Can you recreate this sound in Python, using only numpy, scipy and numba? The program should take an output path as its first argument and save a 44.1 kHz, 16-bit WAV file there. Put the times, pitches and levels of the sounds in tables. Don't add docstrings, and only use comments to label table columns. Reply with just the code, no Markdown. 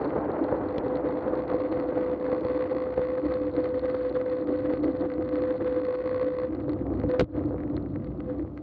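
import sys
import numpy as np
from scipy import signal
from scipy.fft import rfft, irfft
from scipy.io import wavfile
from scipy.ndimage import uniform_filter1d
from numba import njit

SR = 44100
rng = np.random.default_rng(int(sys.argv[2]) if len(sys.argv) > 2 else 0)


def dump_mix(stems):
    frames = np.atleast_2d(stems).T
    limited = np.clip(frames, -1, 1)
    pcm = np.round(limited * 32767).astype(np.int16)
    wavfile.write(sys.argv[1], SR, pcm)


N = 380141
T = np.arange(N) / SR

# t/s, speed/(turns/s)
WHEEL_SPEED = [(0, 5.213), (3, 3.653), (6, 2.183), (8.62, .97)]
# f/Hz, level/dB
WIND_SPECTRUM = [(30, -31), (60, -10), (150, -7.5), (300, -7.5), (450, 1.5), (650, -4.5), (900, -9.5),
                 (1300, -17), (2000, -30.5), (3000, -48), (5000, -70), (8000, -86.5)]
# middle t/s, length/s, rise/dB
GUSTS = [(.045, .07, 0), (.18, 0.064, 2.5), (.295, 0.03, 8), (.54, 0.049, 4.5), (.68, 0.043, 1),
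         (1.06, 0.048, -1), (1.3, .09, 4), (1.53, 0.062, 1.5)]
# t/s, frame drumming/dB, tyre rumble/dB
ROUGHNESS = [(0, -32.5, -49.5), (1.5, -35, -45.5), (2.3, -31.5, -50), (3, -37.5, -44), (3.4, -32.5, -42.5),
             (4.3, -35, -45), (4.85, -32.5, -43), (5.25, -31, -43), (5.95, -35, -47), (6.35, -36, -42.5),
             (6.58, -32, -39.5), (7.05, -28.5, -30), (7.14, -31.5, -44.5), (7.4, -30, -33.5),
             (7.75, -32.5, -33.5), (8.05, -36, -34.5), (8.35, -33.5, -36), (8.62, -40.5, -43.5)]
# middle t/s, length/s, drumming/dB
COARSE_PATCHES = [(.425, 0.036, -24.5), (1.37, 0.047, -29), (2.34, 0.035, -33), (2.75, 0.043, -28),
                  (3.25, 0.067, -29.5), (3.59, 0.033, -25), (4.11, 0.023, -28), (4.51, 0.064, -30.5),
                  (4.72, 0.061, -29.5), (4.86, 0.072, -27.5), (5.04, 0.06, -24.5), (5.205, 0.049, -28),
                  (5.62, .06, -24.5), (6.69, 0.018, -24.5), (6.865, 0.025, -29), (6.925, 0.044, -32),
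                  (7.39, 0.042, -28)]
# f/Hz, level/dB
DRUM_SPECTRUM = [(120, -29), (220, -20), (265, -7.5), (298, 1.5), (325, -3.5), (365, -10), (440, -18.5),
                 (570, -18), (700, -23.5), (900, -32), (1200, -32.5), (1700, -51), (3000, -67), (6000, -82),
                 (12000, -110)]
RUMBLE_SPECTRUM = [(20, -35), (35, -28.5), (50, -1), (64, 19), (78, 5.5), (98, 15), (118, 7), (136, 12.5),
                   (165, 4), (220, 8), (400, -4.5), (900, -66), (7000, -75), (12000, -100)]
# t/s, hum level/dB
SQUEEZE = [(0, -48.5), (.45, -34), (.55, -34.5), (1.4, -31), (2.3, -29), (3.1, -29), (4.3, -27.5),
           (4.9, -32.5), (5.22, -31.5), (5.42, -28), (6.45, -27), (6.54, -43.5), (6.8, -38.5), (7.0, -51),
           (7.6, -43), (7.9, -55), (8.62, -50.5)]
# middle t/s, length/s, hum level/dB
DABS = [(7.141, 0.12, -25.5), (7.357, 0.051, -36), (8.08, 0.08, -47.5), (8.308, 0.091, -34.5)]
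# t/s, strength/(0-1)
JUDDER = [(0, 0.2), (1.2, 0.6), (2.6, 0.8), (3.5, 0.4), (5.4, 0.4), (5.8, 0.6), (6.4, 0.7), (6.6, 0),
          (8.62, 0.3)]
# multiple, level/dB
HUM_OVERTONES = [(2, -33.5), (3, -33), (5, -46), (7, -50)]
# f/Hz, level/dB
RUB_SPECTRUM = [(300, -14), (560, 3), (720, 4), (840, 0), (1100, 1.5), (1310, 1), (1420, -3), (1750, -3),
                (2000, -9), (2300, -17), (2550, -19), (2720, -21), (3550, -20), (4400, -27.5),
                (5000, -43.5), (5900, -52), (8000, -65)]
RASP_SPECTRUM = [(500, -18), (1100, -1), (1500, 1), (2000, 4.5), (2400, -15.5), (3000, -12.5),
                 (3600, -16.5), (4400, -18.5), (5000, -35), (6000, -39), (7500, -53.5), (12000, -70)]
# f/Hz, level/dB, t60/s
PAD_MODES = [(1110, 7.5, 0.022), (1250, -5, 0.0041), (1965, 2, 0.011), (2430, -19, 0.019),
             (3420, -12.5, 0.0075), (4270, -1, 0.007)]
# t/s, clack/dB, ping/dB
RATTLE = [(0, -37.5, -53), (1, -47, -59.5), (1.45, -41.5, -51), (2.1, -35.5, -52.5), (3, -39.5, -55),
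          (3.95, -36.5, -45), (5.2, -39.5, -48.5), (6.3, -41, -52), (6.9, -39.5, -51), (7.9, -49, -58.5),
          (8.62, -41, -61)]
# t/s, clack/dB, ping/dB, snap/dB
TAPS = [(.0445, -52, -51, -66), (.152, -54, -55, -66), (.317, -49, -48, -66), (.441, -54.5, -43, -66),
        (.687, -45, -45, -55), (.761, -46, -50, -57), (.882, -40, -47, -61), (.9557, -36.5, -41.5, -61),
        (.971, -31.5, -46, -54), (1.088, -50.5, -48, -61), (1.3533, -44, -47, -59),
        (1.479, -35.5, -48, -53), (1.543, -37.5, -54, -55), (1.724, -39, -47, -54), (1.7992, -28, -45, -51),
        (2.328, -28.5, -62, -58), (2.409, -41, -66, -47), (2.4482, -38, -45, -53), (3.3397, -34, -39, -55),
        (3.5652, -30, -43, -61), (3.6426, -32, -47, -47), (3.794, -36.5, -40, -56), (3.856, -29, -49, -48),
        (3.9, -29.5, -48.5, -53), (3.949, -38.5, -44, -49), (4.096, -44, -47, -58), (4.146, -42, -55, -53),
        (4.164, -35.5, -57, -51), (4.2135, -28, -50, -49), (4.4725, -33.5, -48.5, -48),
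        (4.7361, -27, -46, -50), (4.772, -33.5, -53, -57), (4.836, -36, -46, -49), (4.843, -28.5, -44, -48),
        (4.97, -47, -50, -57), (5.009, -43, -44, -56), (5.101, -30.5, -54, -56), (5.118, -33, -53, -56),
        (5.138, -36, -46, -55), (5.224, -33.5, -49, -54), (5.29, -33, -44.5, -50), (5.356, -27, -47, -48),
        (5.421, -32, -46, -49), (5.8515, -30.5, -47, -50), (5.951, -32, -48, -51), (5.985, -40, -60, -56),
        (6.066, -39, -53, -52), (6.549, -40, -48, -55), (6.694, -32, -43, -55), (6.733, -35.5, -47, -56),
        (6.999, -34.5, -47, -53), (7.0355, -34, -53.5, -54), (7.091, -48, -49, -60), (7.114, -31, -40, -46),
        (7.3657, -40, -61.5, -55), (7.456, -55, -51.5, -64), (7.7665, -36, -38.5, -58),
        (7.825, -53, -57, -72), (8.0446, -40, -51, -63), (8.2042, -35, -57, -51), (8.5756, -33.5, -58, -51)]
# f/Hz, level/dB, t60/s
CLACK_MODES = [(1260, 6, 0.025), (1520, 5.5, 0.017), (1900, 1.5, 0.015), (1990, -3, 0.025),
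               (2330, -12.5, 0.0029)]
PING_MODES = [(3740, -11, 0.022), (4070, -1.5, 0.0066), (4265, 11.5, 0.011)]
# f/Hz, level/dB
SNAP_SPECTRUM = [(500, -12), (1500, -1.5), (2500, -2), (3600, 0.5), (4500, -0.5), (5300, -13.5),
                 (6200, -15.5), (7300, -23.5), (9000, -34.5), (13000, -51)]
# t/s, level/dB
JOLTS = [(.525, -11), (.8395, -23), (1.543, -13.5), (1.725, -17.5), (1.774, -17.5), (2.328, -15),
         (2.45, -14.5), (2.978, -14), (2.993, -14.5), (3.58, -16.5), (4.736, -14.5), (5.182, -21),
         (5.61, -26), (6.681, -20.5), (7.0, -24.5), (7.038, -14.5), (7.508, -20), (7.543, -18.5),
         (7.955, -27), (8.203, -28.5), (8.449, -29)]
# t/s, thud/dB, crack/dB, clank/dB, push length/s
KNOCKS = [(0.7823, -11, -37, -25.5, 0.0017), (7.1941, -5.5, -28, -47, 0.00066),
          (7.1963, 2.5, -3, -31, 0.00044), (7.2016, -8, -33, -16, 0.0016), (7.2075, 4.5, -6, -31, 0.00065),
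          (7.2122, 3.5, -18.5, -30, 0.00032), (7.2148, -6, -27, -24, 0.0015), (7.223, 10, -23, -36, 0.0032),
          (7.2290, 12.5, -32, -42, 0.0052), (7.241, -1, -29.5, -41, 0.0043)]
# f/Hz, level/dB, t60/s
FRAME_MODES = [(126, -16, 0.14), (212, -20, 0.014), (320, -1, 0.092), (406, -0.5, 0.048), (495.4, 8, 0.088),
               (696, -3.5, 0.014), (1330, -20.5, 0.011)]
TUBE_MODES = [(1930, 5, .012), (2390, 0, .02), (2660, -3, .018), (3010, -1, .016), (3340, 4, 0.015),
              (3560, -7, .025), (4070, -1, 0.016), (5100, -17, 0.015), (5900, -26, .014)]
# f/Hz, level/dB
CRACK_SPECTRUM = [(200, 0), (700, 9.5), (1050, -0.5), (1400, 6), (1800, -1), (2400, -6), (3000, -4.5),
                  (3600, -6), (4400, -12), (5500, -19.5), (7000, -27), (9000, -30.5), (13000, -33),
                  (16000, -61)]
# t/s, level/dB
STONES = [(6.8111, -47), (6.867, -38), (6.903, -46), (6.939, -39), (7.016, -36), (7.3419, -41),
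          (7.3928, -41), (7.44, -43), (7.5819, -41), (7.6038, -36), (7.6353, -36.5), (7.6777, -43.5),
          (7.6995, -45), (7.777, -37), (7.8607, -42), (7.9406, -47), (7.9595, -34), (8.395, -38.5),
          (8.476, -48)]
FINE_GRIT = [(0, -73), (6.3, -58.5), (6.6, -40), (7.7, -48.5), (8.1, -66), (8.62, -47)]
# f/Hz, level/dB
GRIT_SPECTRUM = [(300, -24.5), (900, -8), (1250, 1), (1550, 0), (1950, 2), (2350, -6.5), (2800, -17.5),
                 (3400, -24), (4200, -22.5), (5000, -42), (9000, -62.5)]
# f/Hz, level/dB; then its overall level
HISS_SPECTRUM, HISS_DB = [(1000, 2), (3000, 2), (4500, -1.5), (5500, -10.5), (7000, -12),
                          (9000, -13.5), (11000, -30)], -79.5

WIND_DB, WIND_FALL_DB = -31, 75
HUM_HZ, JUDDER_HZ, FORK_BOUNCE_HZ = 505.9, 58.03, 17.98
FIRM_DB, RUB_DB, RUB_LAW = -27.5, -50, 0.87
LOW_SPOT_TURN = .11
SLIP_S, SLIP_HUM_DB, SLIP_RUB_DB = 0.019, -11.5, -14
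CATCH_S, CATCH_JOLT_DB, CATCH_CLACK_DB, CATCH_PING_DB = .035, -21.5, -44, -59
DRUM_FADE_DB, RUMBLE_FADE_DB, RUB_FADE_DB = 0.5, 1.5, 2.5
BOUNCE_DECAY_S = 0.39
SHAKE_LIMIT = 2.4


def undb(db):
    return 10 ** (np.asarray(db) / 20)


def unit(x):
    return x / np.sqrt(np.mean(x ** 2))


def curves(table):
    times, *columns = np.transpose(table)
    return [np.interp(T, times, column) for column in columns]


def swells(table):
    return [(size, np.exp(-(2 * (T - s) / length) ** 2)) for s, length, size in table]


def walk(rate):
    step = max(int(SR / rate), 1)
    held = np.repeat(rng.standard_normal(N)[:N // step + 1], step)
    return unit(uniform_filter1d(uniform_filter1d(held, step), step)[:N])


def turning(hz):
    return 2 * np.pi * np.cumsum(hz) / SR


def lowpass(x, hz, order):
    return signal.sosfilt(signal.butter(order, hz, fs=SR, output="sos"), x + 1e-18)


def response(spectrum, size=8192):
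    hz, db = np.transpose(spectrum)
    log_hz = np.log(np.fft.rfftfreq(size, 1 / SR) + 1)
    cepstrum = irfft(np.log(undb(np.interp(log_hz, np.log(hz), db))))
    cepstrum[1:size // 2] *= 2
    cepstrum[size // 2 + 1:] = 0
    h = irfft(np.exp(rfft(cepstrum)))
    return h / np.abs(h).max()


def ring(modes, contact_hz, size=8192):
    t = T[:size]
    h = sum(undb(db - 60 * t / t60) * np.sin(2 * np.pi * hz * t) for hz, db, t60 in modes)
    h = lowpass(h, contact_hz, order=6)
    return h / np.abs(h).max()


def through(x, h):
    return signal.oaconvolve(x, h)[:N]


def coloured(x, spectrum):
    return unit(through(x, response(spectrum)))


def blows(table, column=1):
    rows, hits = np.array(table), np.zeros(N)
    np.add.at(hits, (rows[:, 0] * SR).astype(int), undb(rows[:, column]))
    return hits


def grains(rate, spread_db):
    size = undb(-spread_db * rng.random(N))
    return (rng.random(N) < rate / SR) * size * rng.choice([-1, 1], N)


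def wind(speed):
    rush = coloured(rng.standard_normal(N), WIND_SPECTRUM)
    speed_db = WIND_DB + WIND_FALL_DB * np.log10(speed / speed[0])
    gust_db = sum(db * bump for db, bump in swells(GUSTS))
    eddy_db = 0.94 * walk(27) + 2.6 * walk(130)
    return rush * undb(speed_db + gust_db + eddy_db)


def turn_fade(turns):
    return uniform_filter1d(.5 - turns % 1, size=660)


def road(shake, turns):
    drum_db, rumble_db = curves(ROUGHNESS)
    asphalt = grains(2500, spread_db=10) * undb(shake + walk(14) + DRUM_FADE_DB * turn_fade(turns))
    drum = coloured(asphalt, DRUM_SPECTRUM)
    rumble = coloured(rng.standard_normal(N), RUMBLE_SPECTRUM)
    rumble *= undb(rumble_db + RUMBLE_FADE_DB * turn_fade(turns))
    coarse = sum(undb(db) * bump for db, bump in swells(COARSE_PATCHES))
    return drum * np.hypot(undb(drum_db), coarse) + rumble


def low_spot_times(turns):
    return np.interp(np.arange(int(turns[-1]) + 1), turns, T)


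def pressure_db():
    dabs = sum(undb(db) * bump for db, bump in swells(DABS))
    return 20 * np.log10(undb(curves(SQUEEZE)[0]) + dabs)


def pad_chatter(rocking):
    slaps = np.diff(rocking // (2 * np.pi), prepend=0)
    force_db = 4.5 * np.tanh(walk(60)) + 4 * np.tanh(walk(11))
    return unit(through(slaps * undb(force_db), ring(PAD_MODES, contact_hz=3900)))


def brake(shake, turns):
    slip = sum(np.exp(-((T - s) / SLIP_S) ** 2) for s in low_spot_times(turns))
    press_db = pressure_db()
    hum_db = press_db + SLIP_HUM_DB * slip
    rub_db = RUB_DB + RUB_LAW * (press_db - FIRM_DB)
    rub_db += SLIP_RUB_DB * slip + RUB_FADE_DB * turn_fade(turns)
    judder, = curves(JUDDER)
    phase = turning(HUM_HZ + 2.6 * walk(9) + 0.8 * walk(70))
    rocking = turning(JUDDER_HZ * (1 + .1 * walk(90)))
    flutter_db = 4.4 * judder * np.cos(rocking) + 1.9 * walk(170)
    grip = unit(undb(3.6 * shake + flutter_db))
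    tone = np.sin(phase) + sum(undb(db) * np.sin(k * phase) for k, db in HUM_OVERTONES)
    waver = unit(undb(3.5 * np.tanh(shake) + 0.66 * flutter_db))
    hum = unit(tone) * waver * undb(hum_db)
    scrape = rng.standard_normal(N) * grip * undb(6.7 * np.sin(phase) + 4 * walk(300))
    rub = coloured(scrape, RUB_SPECTRUM) * undb(1.5)
    dust = grains(900, spread_db=13) * grip
    rasp = coloured(dust, RASP_SPECTRUM) * undb(-7)
    chatter = pad_chatter(rocking) * judder * undb(6.5)
    return hum + (rub + rasp + chatter) * undb(rub_db)


def catches(turns, db, scatter_db=2):
    times = low_spot_times(turns) + CATCH_S
    rows = np.column_stack([times, db + scatter_db * rng.standard_normal(len(times))])
    return blows(rows[times < T[-1]]) * undb(RUB_LAW * (pressure_db() - FIRM_DB))


def buzzing(hits, decay_s):
    return hits + 0.2 * rng.standard_normal(N) * through(hits, np.exp(-T / decay_s))


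def jangle(hits, modes, contact_hz, detune=0.025):
    which = rng.integers(-1, 2, N)
    sound = np.zeros(N)
    for k in (-1, 0, 1):
        tuned = [(hz * (1 + k * detune), db, t60) for hz, db, t60 in modes]
        sound += through(hits * (which == k), ring(tuned, contact_hz))
    return sound


def fittings(shake, turns, speed):
    clack_db, ping_db = curves(RATTLE)
    busy = undb(4 * walk(13)) * speed / speed.mean()
    shared_hits = grains(35 * busy, spread_db=16.5)
    clacks = (shared_hits + grains(75 * busy, spread_db=16.5)) * undb(clack_db + 4.5 * shake)
    clacks += catches(turns, CATCH_CLACK_DB)
    pings = (shared_hits * undb(-4.5) + grains(38 * busy, spread_db=16)) * undb(ping_db + 2.2 * shake)
    pings += catches(turns, CATCH_PING_DB)
    snaps = buzzing(clacks * undb(-21.5) + blows(TAPS, column=3), decay_s=0.0013)
    return (jangle(clacks + blows(TAPS), CLACK_MODES, contact_hz=3000)
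            + jangle(pings + blows(TAPS, column=2), PING_MODES, contact_hz=4000)
            + through(snaps, response(SNAP_SPECTRUM)))


def knocks(turns):
    force = blows(JOLTS) + catches(turns, CATCH_JOLT_DB)
    for s, thud_db, _, _, push_s in KNOCKS:
        push = np.hanning(max(int(push_s * SR), 3))
        start = int(s * SR) - len(push) // 2
        force[start:start + len(push)] += undb(thud_db) * push / push.sum()
    thuds = through(force, ring(FRAME_MODES, contact_hz=1650))
    cracks = through(buzzing(blows(KNOCKS, column=2), decay_s=0.0029), response(CRACK_SPECTRUM))
    clanks = through(blows(KNOCKS, column=3), ring(TUBE_MODES, contact_hz=5600))
    return thuds + cracks + clanks


def grit(crumble_s=.004):
    fine_db, = curves(FINE_GRIT)
    stones = blows(STONES) + grains(18, spread_db=14.5) * undb(fine_db)
    crumbs = grains(500, spread_db=5.5) * through(stones, np.exp(-T / crumble_s))
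    return through(stones + 0.32 * crumbs, response(GRIT_SPECTRUM))


def hiss():
    return coloured(rng.standard_normal(N), HISS_SPECTRUM) * undb(HISS_DB)


@njit
def limiter_gain(level, ceiling, hold_s, release_s):
    gains, gain, wait_s = np.empty(len(level)), 1., 0.
    for i in range(len(level)):
        wait_s -= 1 / SR
        if level[i] * gain > ceiling:
            gain, wait_s = ceiling / level[i], hold_s
        elif wait_s < 0:
            gain = min(1., gain * (1 + 1 / (release_s * SR)))
        gains[i] = gain
    return gains


def scene():
    speed, = curves(WHEEL_SPEED)
    turns = np.cumsum(speed) / SR - LOW_SPOT_TURN
    since_s = T - np.interp(np.floor(turns), turns, T)
    bounce = -1.1 * np.exp(-since_s / BOUNCE_DECAY_S) * np.cos(2 * np.pi * FORK_BOUNCE_HZ * since_s)
    shake = uniform_filter1d(bounce, size=330) + 0.55 * walk(45)
    shake = SHAKE_LIMIT * np.tanh(shake / SHAKE_LIMIT)
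    mono = (wind(speed) + road(shake, turns) + grit() + brake(shake, turns)
            + fittings(shake, turns, speed) + knocks(turns) + hiss())
    return mono[None]


def record(dry):
    sound = signal.sosfilt(signal.butter(3, 42, "highpass", fs=SR, output="sos"), dry)
    level = np.sqrt(np.abs(uniform_filter1d(sound[0] ** 2, size=110)))
    gain = limiter_gain(level, ceiling=float(undb(-14.5)), hold_s=0.11, release_s=0.023)
    sound = sound * uniform_filter1d(gain, size=45)
    sound = sound / (1 + (sound / .24) ** 8) ** (1 / 8)
    sound = lowpass(sound, hz=7800, order=2)
    top_cut = signal.ellip(8, .2, 70, 14000, fs=SR, output="sos")
    return signal.sosfilt(top_cut, sound)


dry = scene()
out = record(dry)
dump_mix(out)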